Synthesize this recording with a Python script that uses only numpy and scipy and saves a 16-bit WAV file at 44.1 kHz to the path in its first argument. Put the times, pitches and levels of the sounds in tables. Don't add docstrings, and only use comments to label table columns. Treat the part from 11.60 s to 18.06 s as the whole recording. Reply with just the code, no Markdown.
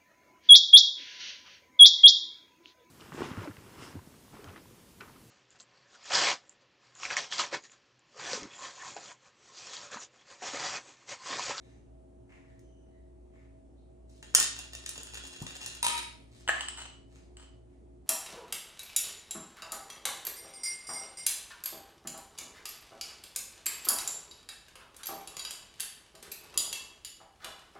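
import sys
import numpy as np
from scipy import signal
from scipy.fft import rfft, irfft, next_fast_len
from scipy.io import wavfile
from scipy.ndimage import uniform_filter1d

SR = 44100
rng = np.random.default_rng(int(sys.argv[2]) if len(sys.argv) > 2 else 0)


def to_wav(s):
    ch = np.atleast_2d(s).T
    pcm = np.round(np.clip(ch, -1, 1) * 32767)
    wavfile.write(sys.argv[1], SR, pcm.astype(np.int16))


def makeup_ratio(level_db):
    decades = np.asarray(level_db, float) / 20
    return 10 ** decades


N = 284974

# [f/Hz, level/dB per Hz]
AIR_SPECTRUM = [(25, -30.5), (45, -8), (70, 0.5), (200, -1), (330, -1), (500, -7.5), (800, -12.5),
                (1000, -21), (1600, -28.5), (3000, -33), (5000, -38), (8000, -34), (10300, -32.5),
                (11200, -62)]
# [f/Hz, correlation -1 to 1]
LEFT_RIGHT_LIKENESS = [(60, -0.25), (180, 0.35), (550, 0.052), (1650, -0.086), (4970, 0.38), (15000, -0.21)]
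# [f/Hz, t60/s]
KITCHEN_T60 = [(250, 0.36), (900, 0.76), (2800, 0.79), (4600, 0.82), (9000, 0.38), (14000, 0.17)]
# [f/Hz, level/dB]
OVERALL_TONE = [(20, -20), (45, 2.5), (80, 2), (9500, 1.5), (10500, -6.5), (11300, -19.5),
                (12300, -35), (13200, -10), (15300, -6.5), (16500, -58)]
# [f/Hz, width/Hz, level/dB rms, steady part against the wavering part]
HUM_TONES = [(60.2, 5, -59.5, 2.2), (116.2, 7.1, -67.5, .8), (272.6, 9, -68.5, 1.7), (359.3, 6, -67.5, 1.9),
             (646, 5.8, -69, 2.4)]
# [t/s, level/dB, settled f/Hz, t60/s]
BUMPS = [(3.818, -30.5, 103.4, 0.036)]
# [start t/s, rise t/s, hold t/s, level/dB, brightness 0-1]
RUB_STROKES = [(0.0, 0.0025, .09, -75, 0.41), (0.681, 0.015, .03, -65.5, 0.01),
               (0.847, 0.029, .09, -83, .4), (1.704, 0.019, .09, -77.5, 0.1), (2.479, 0.019, .07, -71.5, 1),
               (4.672, 0.056, .11, -68.5, .85), (5.479, .05, .04, -68.5, 0.69),
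               (6.024, .08, .03, -86, 0.43)]
# [f/Hz, level/dB]
DULL_RUB_COLOUR = [(500, -10), (1000, -1), (1500, -2.5), (2100, 4), (2700, -4.5), (3100, -10),
                   (4500, -18.5), (7000, -17), (11000, -22.5)]
BRIGHT_RUB_COLOUR = [(500, -23.5), (1000, -11), (2000, -10.5), (4000, -3.5), (6000, -5), (8000, -5),
                     (11000, -8)]
# [start t/s, length t/s, f/Hz, width/Hz, level/dB]
SINGING_RUBS = [(0.0, 0.11, 3850, 520, -84), (0.0, 0.22, 6260, 900, -87.5), (0.707, 0.059, 6700, 595, -90),
                (0.836, 0.15, 1883, 402, -81.5), (1.726, 0.11, 2102, 200, -83),
                (2.164, 0.057, 4000, 700, -87)]
# [start t/s, length t/s, starting f/Hz, level/dB, octave level/dB, breathy width/Hz]
SQUEAK_TONES = [(0.984, 0.32, 3068, -81.5, -2, 35), (1.257, 0.24, 1973, -82.5, -13, 160)]

# [f/Hz, width/Hz, struck level/dB, rubbed level/dB (cutlery and jar only)]
GLASS_MODES = [(1640, 200, -21.5), (2966, 43, -3.5), (3059, 70, -2), (3275, 160, -11.5), (3760, 770, -7.5),
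               (5130, 200, -17), (7910, 81, -3), (8240, 160, -7), (9030, 200, -17)]
PLATE_MODES = [(811, 150, -7.5), (1090, 13, -16), (1290, 50, -8.5), (1669, 77, -0.5), (1753, 39, -1),
               (2106, 77, -18.5), (2470, 24, -20), (4700, 200, -39), (7570, 93, -12), (7750, 250, -13.5)]
JAR_MODES = [(949, 23, -8.5, -18), (950, 19, -4.5, -19), (1253, 28, -11, -11), (2510, 54, -9, -13.5),
             (3150, 170, -8.5, -11), (3820, 36, -8, -9.5), (4070, 50, -14.5, -16.5), (5100, 80, -12, -13),
             (6566, 110, -8, -9.5), (8770, 240, -9.5, -14.5), (10330, 100, -19.5, -12.5)]
CUTLERY_MODES = [(1826.4, 20, -7.5, -13.5), (2795, 51, -6, -1.5), (3329, 20, -20, -2),
                 (3667, 40, -7.5, -11), (4180, 150, -17.5, -5.5), (4955, 50, -11.5, -6.5),
                 (5530, 52, -8, -12.5), (6060, 340, 1, -10.5), (6756, 76, -3, -4.5), (6880, 150, -4, -2.5),
                 (8540, 140, -5.5, -8), (8100, 150, -7, -14), (9005, 160, -9, -13), (10060, 140, 0, -14)]
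# [f/Hz, level/dB]
GLASS_CRACK_COLOUR = [(300, -22), (1000, 5), (3000, -2.5), (5500, -5.5), (8000, 1), (11000, -19),
                      (16000, -3.5)]
PLATE_CRACK_COLOUR = [(300, -22.5), (800, -4), (1700, 3), (3000, -6), (5500, -30), (8000, -20.5),
                      (16000, -11.5)]
JAR_CRACK_COLOUR = [(300, -11.5), (900, -22), (2000, 2.5), (4000, -1), (7000, -5.5), (10000, 11.5),
                    (16000, -8)]
CUTLERY_CRACK_COLOUR = [(300, -13.5), (800, -9.5), (2000, -9), (4000, -4), (6800, -8), (9000, -3),
                        (12000, -6.5), (16000, -5)]
# [t/s, peak level/dB, tilt/dB per octave before limiting (glass and cutlery only)]
GLASS_HITS = [(4.8772, -23, -4.5), (4.8866, -17, -1.5), (5.008, -20.5, 0), (5.035, -34, -6),
              (5.085, -21.5, 0.5), (5.221, -35.5, 1), (5.7694, -39, 2)]
PLATE_HITS = [(4.892, -12), (4.898, -24.5)]
JAR_HITS = [(4.228, -11.5), (4.244, -16), (4.249, -13), (4.265, -11), (4.282, -16.5), (4.298, -26),
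            (4.338, -32.5), (4.377, -22)]
CUTLERY_HITS = [(0.9924, -50.5, 6), (2.6273, -38, -2), (2.742, -32.5, -7.5), (2.7488, 1, 3.5),
                (2.7804, -26, 0.5), (2.7862, -20.5, -5.5), (2.8, -4.5, 9.5), (2.8104, -20.5, -7.5),
                (2.8267, -11, 2), (2.8411, -15.5, 2.5), (2.9891, -24, 2.5), (3.1332, -31, -0.5),
                (3.1503, -27.5, 0.7), (3.2614, -23, 1), (3.2912, -19.5, 4), (3.347, -41, 4.5),
                (3.4114, -51.5, -1), (3.432, -27.5, 10), (3.5435, -31.5, 1), (3.5692, -44, -1.5),
                (3.6722, -31, 12.5), (3.8221, -28, 7.3), (3.866, -30, -4), (3.9661, -31.5, 0),
                (4.0395, -37, 0), (4.0611, -21, 1), (4.1492, -30, 6)]
# [start t/s, rise t/s, hold t/s, level/dB, fade/dB per s]
GLASS_SPELLS = [(4.9, .09, .04, -48, 200), (5.131, 0.052, .07, -50.5, 195),
                (5.77, 0.012, 0.054, -63.5, 200)]
JAR_SPELLS = [(4.23, 0.08, 0.061, -37.5, 136.2)]
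CUTLERY_SPELLS = [(2.625, 0.0019, .01, -56, 95), (2.744, 0.0047, .005, -35, 333),
                  (2.878, 0.097, 0.022, -48.5, 146), (3.104, 0.13, 0.93, -52, 179)]


def read(points, hz):
    f, value = np.transpose(points)
    return np.interp(np.log(hz + 1), np.log(f + 1), value)


def evened(x):
    return x / np.sqrt(np.mean(x ** 2) + 1e-20)


def smooth_noise(shape, samples):
    return evened(uniform_filter1d(rng.standard_normal(shape), samples))


def coloured(x, points):
    size = next_fast_len(x.shape[-1], True)
    gain = makeup_ratio(read(points, np.fft.rfftfreq(size, 1 / SR)))
    return irfft(rfft(x, size) * gain, size)[..., :x.shape[-1]]


def add(mix, s, sound):
    part = mix[round(s * SR):][:len(sound)]
    part += sound[:len(part)]


def spell(t, start, rise, hold, peak_db, fade_db_per_s):
    swell_db = 17 * np.clip(1 - (t - start) / rise, 0, 1)
    fade_db = fade_db_per_s * np.maximum(t - start - rise - hold, 0)
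    return (t >= start) * makeup_ratio(peak_db - swell_db - fade_db)


def wavering_tone(hz, width):
    r = np.exp(-np.pi * width * 64 / SR)
    coarse = np.arange(0, len(hz) + 64, 64)
    slow = signal.lfilter([1], [1, -r], rng.standard_normal((len(coarse), 2)) @ [1, 1j])
    slow /= np.sqrt(np.mean(abs(slow) ** 2))
    return np.interp(np.arange(len(hz)), coarse, slow), np.cumsum(hz) * 2 * np.pi / SR


def decorrelated(left, other, hz):
    same = np.clip(read(LEFT_RIGHT_LIKENESS, hz), -1, 1)[:, None]
    return np.array([left, same * left + np.sqrt(1 - same ** 2) * other])


def air():
    frames, hz = N // 512 + 5, np.fft.rfftfreq(2048, 1 / SR)
    a, b, c, d, patches = rng.standard_normal((frames, 1025, 5)).T
    patches_db = -1.0 * evened(uniform_filter1d(uniform_filter1d(patches, 20, 0), 8, 1))
    z = decorrelated(a + 1j * b, c + 1j * d, hz)
    z *= makeup_ratio(read(AIR_SPECTRUM, hz)[:, None] + patches_db)
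    tone = signal.istft(z, nperseg=2048, noverlap=1536)[1][:, :N]
    return makeup_ratio(-63.5) * evened(tone)


def hum():
    out = np.zeros((2, N))
    for hz, width, db, steady in HUM_TONES:
        slow, phase = wavering_tone(np.full(N, hz), width)
        if hz == HUM_TONES[-1][0]:
            db = db - 5.5 * np.clip((np.arange(N) / SR - 2.4) / 4, 0, 1)
        offset = np.array([[0], [hz / 300]])
        out += makeup_ratio(db) * evened(np.real((steady + slow) * np.exp(1j * (phase + offset))))
    return out


def kitchen(x):
    taps = np.zeros((2, 32000))
    at = np.arange(200, 31980, 20) + rng.integers(0, 20, (2, 1589))
    np.put_along_axis(taps, at, rng.choice([-1., 1.], at.shape), 1)
    hz, t, z = signal.stft(taps, SR, nperseg=256)
    z = decorrelated(z[0], z[1], hz)
    z *= np.minimum(0.61 + t / 0.012, 1)
    late_fade_db = 219.5 * t ** 2
    z *= makeup_ratio(-60 * t / read(KITCHEN_T60, hz)[:, None] - late_fade_db)
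    tail = signal.istft(z, SR, nperseg=256)[1]
    return signal.fftconvolve(x[None], tail / np.linalg.norm(tail[0]), axes=1)[:, :N]


def placed(x, delay, wet_db, left_db=1.2):
    direct = np.array([makeup_ratio(left_db) * np.roll(x, delay), x])
    return direct + makeup_ratio(wet_db) * kitchen(x)


def thud():
    t, out = np.arange(8000) / SR, np.zeros(N)
    pop_hz, rise_per_s = 620, 38
    for s, db, hz, t60 in BUMPS:
        push = np.sin(2 * np.pi * hz * (t + 0.0041 * (1 - np.exp(-t / 0.0036))))
        pop = np.sin(2 * np.pi * pop_hz * np.expm1(rise_per_s * t) / rise_per_s)
        pop *= np.sin(np.pi * np.minimum(t / .021, 1))
        add(out, s, makeup_ratio(db) * (makeup_ratio(-60 * t / t60) * push + makeup_ratio(-20) * pop))
    return out


def rubs():
    grit = rng.standard_normal(N) * makeup_ratio(6 * smooth_noise(N, 90))
    dull = evened(coloured(grit, DULL_RUB_COLOUR))
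    bright = evened(coloured(grit, BRIGHT_RUB_COLOUR))
    t, out = np.arange(N) / SR, np.zeros(N)
    for *stroke, share in RUB_STROKES:
        share = np.clip(share, 0, 1)
        out += spell(t, *stroke, fade_db_per_s=133) * ((1 - share) * dull + share * bright)
    return out


def singing_rubs():
    out = np.zeros(N)
    for start, length, hz, width, db in SINGING_RUBS:
        t = np.arange(0, length, 1 / SR)
        r = np.exp(-np.pi * width / SR)
        slow = signal.lfilter([1], [1, -2 * r, r * r], rng.standard_normal((SR, 2)) @ [1, 1j])[:len(t)]
        hiss = evened(np.real(slow * np.exp(2j * np.pi * hz * t)))
        add(out, start, makeup_ratio(db) * np.sqrt(np.sin(np.pi * t / length)) * hiss)
    return out


def squeaks():
    out = np.zeros(N)
    for start, length, hz, db, octave_db, width in SQUEAK_TONES:
        t = np.arange(0, length, 1 / SR)
        slow, phase = wavering_tone(hz * (1 - 0.086 * t), width)
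        level_db = db + np.interp(t / length, [0, 0.36, 1], [-12.5, 0, -12.5])
        tone = np.exp(1j * phase) + makeup_ratio(octave_db) * np.exp(2j * phase)
        add(out, start, makeup_ratio(level_db) * np.real(slow * tone))
    return out


def ring(modes, crack, crack_db, crack_s, tilt_db, spread_db, column):
    hz, width, db = np.transpose(modes)[[0, 1, column], :, None]
    t, count = np.arange(4096) / SR, len(tilt_db)
    spot, grip = rng.standard_normal((count, len(hz), 2, 1)).transpose(2, 0, 1, 3)
    dying = makeup_ratio(db + spread_db * spot) * np.sqrt(width) * np.exp(-np.pi * width * t)
    tones = (dying * np.sin(2 * np.pi * hz * (1 + .002 * grip) * t)).sum(1)
    noise = evened(coloured(rng.standard_normal((count, len(t))), crack)) * np.exp(-t / crack_s)
    sound = tones / abs(tones).max(1, keepdims=True) + makeup_ratio(crack_db) * noise
    sound *= np.minimum(t / .0005, 1)
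    octaves = np.log2(np.clip(np.fft.rfftfreq(len(t), 1 / SR), 1500, 12000) / 4000)
    tilt = makeup_ratio(np.outer(np.clip(tilt_db, -6, 6), octaves))
    sound = irfft(rfft(sound) * tilt)
    return sound / abs(sound).max(1, keepdims=True)


def knocks(modes, crack, hits, crack_db, crack_s):
    out = np.zeros(N)
    at, peak_db, *tilt_db = np.transpose(hits)
    tilt_db = tilt_db[0] if tilt_db else np.zeros(len(at))
    contacts = ring(modes, crack, crack_db, crack_s, tilt_db, spread_db=1.5, column=2)
    for s, db, sound in zip(at, peak_db, contacts):
        add(out, s, makeup_ratio(db) * sound)
    return out


def chatter(modes, crack, spells, crack_db, crack_s, per_s, uneven_db, dull_db):
    out, length = np.zeros(N), 2 * SR
    t = spells[0][0] + np.arange(length) / SR
    when, size = rng.random((2, 10, length))
    clumps = makeup_ratio(4.3 * smooth_noise(length, 900))
    ticks = (when < clumps * per_s / 10 / SR) * makeup_ratio(uneven_db * np.minimum(-np.log(size + 1e-9), 4))
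    ticks = ticks * makeup_ratio(4 * smooth_noise((10, length), 5000))
    contacts = ring(modes, crack, crack_db + 3.5, crack_s, np.full(10, dull_db), spread_db=5, column=-1)
    sound = signal.fftconvolve(ticks, contacts, axes=1).sum(0)
    add(out, t[0], evened(sound[:length]) * sum(spell(t, *row) for row in spells))
    return out


def plate():
    return knocks(PLATE_MODES, PLATE_CRACK_COLOUR, PLATE_HITS, crack_db=-8, crack_s=0.0018)


def glass():
    body = GLASS_MODES, GLASS_CRACK_COLOUR
    crack = dict(crack_db=-11.5, crack_s=.003)
    return (knocks(*body, GLASS_HITS, **crack)
            + chatter(*body, GLASS_SPELLS, **crack, per_s=500, uneven_db=1.5, dull_db=-1.0))


def jar():
    body = JAR_MODES, JAR_CRACK_COLOUR
    crack = dict(crack_db=-0.5, crack_s=0.0037)
    return (knocks(*body, JAR_HITS, **crack)
            + chatter(*body, JAR_SPELLS, **crack, per_s=2000, uneven_db=5.5, dull_db=-3.2))


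def cutlery():
    body = CUTLERY_MODES, CUTLERY_CRACK_COLOUR
    crack = dict(crack_db=-8.5, crack_s=0.0027)
    return (knocks(*body, CUTLERY_HITS, **crack)
            + chatter(*body, CUTLERY_SPELLS, **crack, per_s=830, uneven_db=5.5, dull_db=-2.0))


def scene():
    mix = air() + hum()
    mix += placed(thud(), delay=3, wet_db=-2.0)
    mix += placed(rubs() + squeaks() + singing_rubs(), delay=7, wet_db=2)
    mix += placed(plate() + glass(), delay=4, wet_db=-3)
    mix += placed(jar(), delay=7, wet_db=-3.0, left_db=1.25)
    mix += placed(cutlery(), delay=7, wet_db=-2.5, left_db=1.25)
    return mix


def roll_off(x):
    return signal.sosfilt(signal.butter(12, 16470, fs=SR, output="sos"), x)


def record(dry):
    mix = coloured(dry, OVERALL_TONE)
    return roll_off(mix)


dry = scene()
out = record(dry)
to_wav(out)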